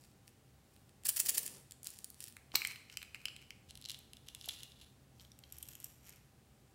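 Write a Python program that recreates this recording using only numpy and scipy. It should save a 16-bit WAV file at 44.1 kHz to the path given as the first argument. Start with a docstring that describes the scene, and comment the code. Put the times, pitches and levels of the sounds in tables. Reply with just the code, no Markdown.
"""Shaking and opening a small toy capsule

Close up in a quiet room, a plastic capsule is shaken four times: swarms of contacts ring its shell as pieces rattle.
Fingers rub and click on it; the cap snaps off, and short noisy forces ring the cup and then the loose cap.
The pieces slide out of the cup in sparse clicks and flurries, onto soft slime that adds no sound.
Soft bumps are damped sines; a brief dull noise band, a noise-band tail, filtered air, hum and a thin whine complete it."""
import sys
import numpy as np
from scipy import signal
from scipy.fft import rfft, irfft
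from scipy.io import wavfile

SR = 44100
rng = np.random.default_rng(int(sys.argv[2]) if len(sys.argv) > 2 else 0)


def store_pcm(level_fs):
    """Save levels as 16-bit WAV."""
    pcm = np.round(np.clip(level_fs, -1, 1) * 32767).astype(np.int16)
    wavfile.write(sys.argv[1], SR, np.atleast_2d(pcm).T)


N = 297353
TIME = np.arange(N) / SR
CUTOFF_HZ = 15800

# resonances of the closed capsule: (frequency [Hz], width [Hz], level [dB])
SHELL_MODES = [(1800, 170, -15), (2570, 340, -7.5), (3100, 550, -14.5), (4580, 850, -4), (5640, 780, -6.5),
               (7040, 830, -2), (8500, 470, -3.5), (9190, 410, -1.5), (10880, 1300, -4), (12140, 1200, -2),
               (14550, 1400, -3.5), (15700, 700, -1)]


def from_db(db):
    """Decibels to gain."""
    return 10 ** (np.asarray(db) / 20)


def rms_one(x):
    """Scale to rms 1."""
    return x / np.sqrt(np.mean(x ** 2) + 1e-20)


def add(out, s, sound):
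    """Mix a short sound in at time s."""
    at = round(s * SR)
    sound, at = sound[max(-at, 0):], max(at, 0)
    out[at:at + len(sound)] += sound[:N - at]


def cut(x, hz, kind, order=2):
    """Butterworth filter."""
    sos = signal.butter(order, np.clip(hz, 10, .48 * SR), kind, fs=SR, output="sos")
    return signal.sosfilt(sos, x)


def two_poles(hz, width_hz):
    """Pole radius and denominator of a damped mode."""
    r = np.exp(-np.pi * width_hz / SR)
    return r, [1, -2 * r * np.cos(2 * np.pi * hz / SR), r * r]


def resonance(x, hz, width_hz):
    """Two-pole resonance with gain 1 on top."""
    r, poles = two_poles(hz, width_hz)
    zeros = np.array([1, 0, -1]) * (1 - r * r) / 2
    return signal.lfilter(zeros, poles, x + 1e-18)


def disperse(x, hz=6000, width_hz=5000, count=1):
    """Bending waves reach the edge of a thin wall at different times: an all-pass smears a sharp front."""
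    _, poles = two_poles(hz, width_hz)
    for _ in range(count):
        x = signal.lfilter(poles[::-1], poles, x)
    return x


def swell_at(at_s, spread_s):
    """A slow bell-shaped rise and fall, 0 to 1."""
    return np.exp(-((TIME - at_s) / spread_s) ** 2 / 2)


def hollow(x, s, width_hz):
    """The air resonance of the hollow at time s, higher the less the cap and the fingers cover it."""
    # air resonance: (time [s], frequency [Hz])
    hollow_pitch = [(1.5, 2700), (1.9, 4200), (2.25, 4100), (2.367, 2130), (2.556, 3740), (2.6, 2400),
                    (2.72, 2400), (2.97, 3080), (3.15, 2550), (3.26, 2990), (3.7, 3050), (3.86, 4400),
                    (3.95, 3260), (5.2, 3770), (6.1, 2300)]
    return resonance(x, np.interp(s, *np.transpose(hollow_pitch)), width_hz)


def plastic(force, modes, spread_db):
    """A thin plastic wall: each place of contact drives its modes with other strengths."""
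    strengths = from_db(rng.normal(0, spread_db, len(modes)))
    ring = 0
    for k, (hz, width_hz, db) in enumerate(modes):
        gain = (-1) ** k * strengths[k] * from_db(db)
        ring = ring + gain * resonance(force, hz, width_hz)
    return ring


def at_click_level(x, db):
    """Give a click the energy of 4 ms at this level."""
    return x * from_db(db) * np.sqrt(.004 * SR / (np.sum(x ** 2) + 1e-20))


def clicks(rows, modes, tick_hz, rough, slip_s, crack_db, hollow_db, hollow_width_hz,
           octaves_per_db=.018, colour_db=1.5, firm_db=-40, skid_power=.34):
    """A sharp release and a skid, longer for firm knocks: the hollow body rings low, the wall ticks high."""
    split_hz = 4500
    out, t = np.zeros(N), TIME[:SR // 40]
    for s, body_db, tick_db in rows:
        skid_s = slip_s * from_db(skid_power * (max(body_db, tick_db) - firm_db))
        skid = rough * rng.standard_normal(len(t)) * np.exp(-t / skid_s)
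        force = cut(skid, 4200, "high")
        force[0] += 1  # release

        crack = from_db(crack_db) * cut(force, 900, "high", order=1)
        ring = plastic(force, modes, colour_db) + crack

        low = cut(ring, split_hz, "low", order=4)
        body = hollow(low, s, 3900) + from_db(hollow_db) * hollow(low, s, hollow_width_hz)

        # the more the tick outweighs the body, the higher it lies
        centre_hz = min(tick_hz * 2 ** (octaves_per_db * (tick_db - body_db)), CUTOFF_HZ)
        tick = resonance(cut(ring, split_hz, "high", order=4), centre_hz, 5400)

        add(out, s, disperse(at_click_level(body, body_db) + at_click_level(tick, tick_db)))
    return out


def fidget(from_s, to_s, per_s, body_db, tick_db, spread_db=2.5):
    """Faint contacts at loosely spaced moments: rows of (time [s], body [dB], tick [dB])."""
    count = max(round((to_s - from_s) * per_s), 1)
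    times = from_s + (to_s - from_s) * (np.arange(count) + rng.random(count)) / count
    return [(s, *rng.normal([body_db, tick_db], spread_db)) for s in times]


def flurries(rows, modes, per_s, uneven_db, crack_db, hollow_db, bright_hz, edge, count=6):
    """Swarms of tiny uneven contacts swell and fade around a moment; each place has its own colour."""
    out = np.zeros(N)
    for s, db, spread_s in rows:
        reach = int(SR * min(4 * spread_s + .01, .3))
        t = np.arange(-reach, reach) / SR
        swell = np.exp(-np.abs(t / spread_s) ** edge / 2)
        sound = 0
        for _ in range(count):  # places of contact
            sizes = from_db(uneven_db * np.minimum(rng.exponential(1, len(t)), 3))
            sizes = sizes * rng.choice([-1, 1], len(t))
            struck = rng.random(len(t)) < per_s / count / SR
            force = sizes * struck * swell
            crack = from_db(crack_db) * cut(force, 1100, "high", order=1)
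            grains = plastic(force, modes, spread_db=3.0) + crack
            sound = sound + cut(grains, bright_hz * 2 ** rng.normal(0, .288), "low")
        sound = sound + from_db(hollow_db) * hollow(sound, s, 700)
        sound = from_db(db) * rms_one(sound) * np.sqrt(np.mean(swell ** 2))
        add(out, s + t[0], sound)
    return out


def background():
    """Still air as shaped noise with a swelling rumble; narrow noise bands hum and a sine whines."""
    # still air, spectrum shape: (frequency [Hz], relative level per Hz [dB])
    air_shape = [(15, -55.5), (25, -25), (50, -6.5), (127, -5), (141, -3.5), (157, -15), (185, -9),
                 (309, -15), (624, -22), (796, -23), (887, -25.5), (2160, -29.5), (6210, -33.5),
                 (7920, -32.5), (16000, -38.5)]
    # distant appliance: (frequency [Hz], level relative to the hum [dB])
    hum_lines = [(130.2, -4), (69.8, -6)]
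    air_db, hum_db, whine_db = -65, -70.5, -85.5
    whine_hz, waver_hz, rumble_hz = 786, 6.3, 130

    hz, db = np.transpose(air_shape)
    bins_hz = np.maximum(np.fft.rfftfreq(N, 1 / SR), 1)
    shape = from_db(np.interp(np.log(bins_hz), np.log(hz), db))
    air = rms_one(irfft(rfft(rng.standard_normal(N)) * shape, N))
    rumble_db = -3.5 + 6 * swell_at(3.9, spread_s=.8)  # relative to still air
    air = air + cut(air, rumble_hz, "low", order=1) * (from_db(rumble_db) - 1)

    hum = 0
    for line_hz, line_db in hum_lines:
        line = resonance(rng.standard_normal(N + SR), line_hz, waver_hz)[SR:]  # drop the onset
        hum = hum + from_db(line_db) * rms_one(line)
    hum = hum * from_db(hum_db + 8 * swell_at(5.6, spread_s=.45))

    whine = from_db(whine_db) * np.sqrt(2) * np.sin(2 * np.pi * whine_hz * TIME)
    return cut(from_db(air_db) * air + hum + whine, 43, "high", order=3)


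def closed_capsule():
    """Fingers rub the closed shell; nails and single pieces click on it and ring its modes."""
    # finger rubs: (time [s], level [dB], spread [s])
    shell_rubs = [(.05, -68.5, 0.05), (.28, -70, 0.016), (.75, -75, 0.05), (1.54, -59.5, 0.04),
                  (1.872, -51, 0.012), (1.95, -60.5, 0.045), (2.22, -55, 0.02), (2.28, -56.5, 0.018)]
    # nails and single pieces: (time [s], body [dB], tick [dB])
    shell_clicks = [(0.2782, -59, -58), (0.7636, -67, -68), (0.8931, -67.5, -66), (1.0356, -62, -58),
                    (1.0539, -62, -37), (1.0685, -52, -32.5), (1.169, -44, -32), (1.4315, -63, -44),
                    (1.4777, -49, -42), (1.7098, -58.5, -51.5), (1.7205, -55, -49), (1.8311, -65, -49),
                    (1.8448, -66, -46.5), (1.8701, -46.5, -38), (1.9037, -68, -48), (1.9882, -57, -50),
                    (2.0439, -53.5, -40.5), (2.102, -66, -49.5), (2.2044, -53, -45), (2.2401, -52, -43.5),
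                    (2.2726, -58, -55)]
    stray = fidget(2.14, 2.34, per_s=25, body_db=-62, tick_db=-59)
    rubbing = flurries(shell_rubs, SHELL_MODES, per_s=600, uneven_db=5.0, crack_db=-12,
                       hollow_db=-11, bright_hz=12000, edge=1.6)
    clicking = clicks(shell_clicks + stray, SHELL_MODES, tick_hz=7900, rough=.15, slip_s=.0016,
                      crack_db=-17, hollow_db=-21, hollow_width_hz=1500)
    return rubbing + clicking


def shaking():
    """Pieces brush the near wall, then land on the far one, where one hits hardest and rebounds."""
    # strokes as the heap lands, the last only settling it: (time [s], level [dB])
    strokes = [(1.091, -30.7), (1.201, -30.7), (1.2935, -30.3), (1.3805, -32.3), (1.463, -44)]
    brush_lead_s, rebound_s = .029, .0115
    brushes = [(s - brush_lead_s, db - 5.5, .0082) for s, db in strokes]
    landings = [(s, db, .0068) for s, db in strokes]
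    rattle = flurries(brushes + landings, SHELL_MODES, per_s=2200, uneven_db=2.0, crack_db=-14,
                      hollow_db=-14, bright_hz=17900, edge=2.6)

    hits = strokes + [(s + rebound_s, db - 12) for s, db in strokes]
    hardest = [(s, db - 12.5, db + 5.5) for s, db in hits]  # body, tick
    return rattle + clicks(hardest, SHELL_MODES, tick_hz=7900, rough=.1, slip_s=.001,
                           crack_db=-15, hollow_db=-21, hollow_width_hz=1500)


def low_mid_noise(level_db=-65, low_hz=180, high_hz=450):
    """A dull low-mid noise band fades in, holds and fades out, from 1.2 to 1.63 s."""
    band = cut(cut(rng.standard_normal(N), low_hz, "high"), high_hz, "low")
    fade = np.interp(TIME, [1.195, 1.25, 1.6, 1.63], [0, 1, 1, 0])
    return from_db(level_db) * rms_one(band) * fade


def open_cup():
    """Knocks ring the cup and its air; its rim grazes the cap or a finger in flurries."""
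    # resonances of the cup: (frequency [Hz], width [Hz], level [dB])
    cup_modes = [(1350, 640, -7), (2086, 250, 3.5), (2400, 430, -1), (3074, 225, 0.5), (4070, 300, -10),
                 (5150, 1000, 0), (8150, 880, -12.5), (8050, 570, -17), (12100, 200, -7),
                 (12000, 1100, -22), (14450, 520, -12)]
    # knocks: (time [s], body [dB], tick [dB])
    cup_clicks = [(2.3671, -50, -54), (2.518, -54, -69), (2.6181, -34, -53), (2.6492, -31.5, -40),
                  (2.6724, -51, -37.5), (2.8983, -51, -63), (2.9713, -38, -40), (3.0169, -48.5, -62),
                  (3.0285, -46.5, -51), (3.1458, -42, -53), (3.2549, -33, -41.5), (3.2829, -42, -58),
                  (3.3636, -50.5, -54.5), (3.5055, -45.5, -53)]
    # rim grazes: (time [s], level [dB], spread [s])
    rim_rubs = [(2.551, -45.5, 0.0059), (2.562, -40, 0.0032), (2.708, -47.5, 0.0065), (2.93, -57.5, 0.013),
                (3.156, -53, 0.003), (3.21, -65, 0.025), (3.42, -59.5, 0.007), (6.11, -66, 0.033)]
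    stray = fidget(2.68, 2.77, per_s=30, body_db=-52, tick_db=-58)
    knocks = clicks(cup_clicks + stray, cup_modes, tick_hz=9000, octaves_per_db=.015, rough=.46,
                    slip_s=.001, crack_db=-10.5, hollow_db=8.5, hollow_width_hz=530)
    grazes = flurries(rim_rubs, cup_modes, per_s=1300, uneven_db=6.5, crack_db=-9.5,
                      hollow_db=1.5, bright_hz=13000, edge=1.2)
    return knocks + grazes


def bumps():
    """Plastic gives way or touches down: a few cycles of a low, heavily damped mode."""
    # dull bumps: (time [s], amplitude before decay [dB], frequency [Hz], t60 [s])
    dull_bumps = [(2.542, -32.5, 1010, 0.005), (2.5425, -41.5, 340, 0.028), (2.555, -31.5, 1140, 0.015),
                  (2.5555, -40, 410, 0.0144), (4.478, -43, 720, 0.013)]
    out, t = np.zeros(N), TIME[:SR // 10]
    for s, db, hz, t60_s in dull_bumps:
        decay = np.exp(-np.log(1000) * t / t60_s)
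        add(out, s, from_db(db) * np.sin(2 * np.pi * hz * t) * decay)
    return out


def cap_snap():
    """The cap's rim jumps over its catch and rebounds, ringing the capsule as it springs apart."""
    # resonances while springing apart: (frequency [Hz], width [Hz], level [dB])
    seam_modes = [(1150, 240, -11), (2220, 670, -0.5), (3260, 870, -9.5), (4150, 340, 3.5),
                  (5770, 1000, -4), (8300, 1500, -4), (11900, 1600, -8.5), (15200, 2500, -0.5)]
    # jump and rebounds: (time [s], body [dB], tick [dB])
    snap_clicks = [(2.5528, -38.5, -57), (2.5546, -24, -33.5), (2.5564, -44, -25), (2.5599, -41.5, -34)]
    return clicks(snap_clicks, seam_modes, tick_hz=6700, octaves_per_db=.035, rough=.22,
                  slip_s=.00045, crack_db=-17.5, hollow_db=-14.5, hollow_width_hz=1300)


def loose_cap():
    """The cap, turned in the fingers and put aside, rings with clicks and finger rubs."""
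    # resonances of the cap: (frequency [Hz], width [Hz], level [dB])
    cap_modes = [(2100, 650, -21), (2810, 170, 2.5), (3110, 190, -2.5), (3450, 160, 2), (4020, 360, -1),
                 (4440, 400, 0), (5230, 740, -8), (7000, 960, -3.5), (8600, 810, -31), (10270, 330, -2),
                 (11600, 1200, -17), (14700, 1100, -12)]
    # contacts: (time [s], body [dB], tick [dB])
    cap_clicks = [(3.7077, -53, -53), (3.754, -54.5, -54), (3.7742, -56.5, -54.5), (3.8519, -47, -54),
                  (3.8578, -46, -50), (3.8874, -49, -50), (3.8965, -42, -45), (3.9044, -44, -46),
                  (3.9162, -50, -47), (3.9445, -47, -57), (3.9897, -68, -55), (4.1332, -52.5, -53),
                  (4.1687, -57, -59), (4.2854, -49, -49.5), (4.3487, -48.5, -46.5), (4.4118, -50.5, -53),
                  (4.4425, -51.5, -60), (4.4582, -63, -48.5), (4.4871, -51, -40), (4.4892, -37, -45),
                  (4.4932, -40.5, -54), (4.6327, -50, -47), (4.719, -58.5, -64), (4.8131, -58, -63)]
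    # finger rubs: (time [s], level [dB], spread [s])
    cap_rubs = [(3.70, -58, 0.0061), (3.915, -61, 0.03), (4.28, -62.5, 0.018), (4.45, -58, 0.03),
                (4.52, -52.5, 0.018), (4.60, -58.5, 0.051), (4.82, -62, 0.028)]
    stray = fidget(3.808, 3.848, per_s=75, body_db=-55.5, tick_db=-59)
    clicking = clicks(cap_clicks + stray, cap_modes, tick_hz=7600, octaves_per_db=.04, rough=.15,
                      slip_s=.0011, crack_db=-9.5, hollow_db=-3, hollow_width_hz=700)
    rubbing = flurries(cap_rubs, cap_modes, per_s=380, uneven_db=.5, crack_db=-10.5,
                       hollow_db=-6, bright_hz=12200, edge=1.15)
    return clicking + rubbing


def pouring():
    """Pieces hit the wall of the tilted cup and slide out in sparse flurries."""
    # resonances: (frequency [Hz], width [Hz], level [dB])
    piece_modes = [(2020, 1400, -15.5), (2620, 120, -0.5), (3140, 220, -9.5), (5700, 320, 3.5),
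                   (6900, 700, -6), (8200, 1060, 0.5), (10300, 360, -15), (10860, 470, -2.5),
                   (11930, 280, 0.5), (12900, 300, 5), (14100, 570, -7)]
    # wall hits: (time [s], body [dB], tick [dB])
    piece_clicks = [(5.197, -57.5, -73), (5.2073, -59.5, -66), (5.2493, -60, -73), (5.3175, -57.5, -60),
                    (5.3893, -66, -56.5), (5.4373, -53.5, -75), (5.5232, -60, -45), (5.5839, -67, -47.5),
                    (5.6271, -53.5, -42), (5.6861, -61, -47), (5.7523, -57.5, -49), (5.8012, -70, -51),
                    (5.8427, -60.5, -39.5), (6.0934, -70, -53)]
    # slides: (time [s], level [dB], spread [s])
    piece_slides = [(5.22, -66, 0.025), (5.56, -65, 0.05), (5.685, -59.5, 0.035), (5.85, -62, 0.045),
                    (6.10, -60, 0.032)]
    stray = fidget(5.55, 5.9, per_s=14, body_db=-64, tick_db=-59)
    hits = clicks(piece_clicks + stray, piece_modes, tick_hz=7900, colour_db=2.2, rough=.76,
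                  slip_s=.0021, crack_db=-9, hollow_db=6, hollow_width_hz=750)
    sliding = flurries(piece_slides, piece_modes, per_s=200, uneven_db=1.5, crack_db=-6.5,
                       hollow_db=-10, bright_hz=13900, edge=1.27)
    return hits + sliding


def room(x, build_s=.002, first_echo_s=.001):
    """A diffuse tail builds up after the first echo and dies band by band."""
    # tail: (frequency [Hz], gain on band noise [dB], t60 [s])
    room_tail = [(286, -9.5, 1), (1200, -8, .65), (2390, -7.5, 0.65), (4820, -11.5, 0.61),
                 (8600, -11, 0.53), (14950, -12.5, 0.43)]
    room_hz, room_db, room_t60_s = np.transpose(room_tail)
    t, response = TIME[:SR], 0
    build = 1 - np.exp(-np.maximum(t - first_echo_s, 0) / build_s)
    edges_hz = np.geomspace(150, 18000, 11)
    for low_hz, high_hz in zip(edges_hz, edges_hz[1:]):
        log_centre = np.log(low_hz * high_hz) / 2
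        db = np.interp(log_centre, np.log(room_hz), room_db)
        t60_s = np.interp(log_centre, np.log(room_hz), room_t60_s)
        decay = build * np.exp(-np.log(1000) * t / t60_s)
        noise = cut(rng.standard_normal(SR), [low_hz, high_hz], "band")
        response = response + from_db(db) * noise * decay / np.sqrt(np.sum(decay ** 2))
    return signal.fftconvolve(x, response)[:N]


def scene():
    """The closed capsule, its opening, the loose cap and the pouring, all in one room."""
    air = background()
    closed = closed_capsule() + shaking()
    dull_band = low_mid_noise()
    opening = open_cup() + bumps() + cap_snap()
    direct = closed + opening + loose_cap() + pouring()
    return (direct + room(direct) + dull_band + air)[None]


def record(dry):
    """Round the highest peaks with tanh and cut the top steeply."""
    top = .3
    steep = signal.ellip(10, .2, 70, CUTOFF_HZ, fs=SR, output="sos")
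    return signal.sosfilt(steep, top * np.tanh(dry / top))


dry = scene()
out = record(dry)
store_pcm(out)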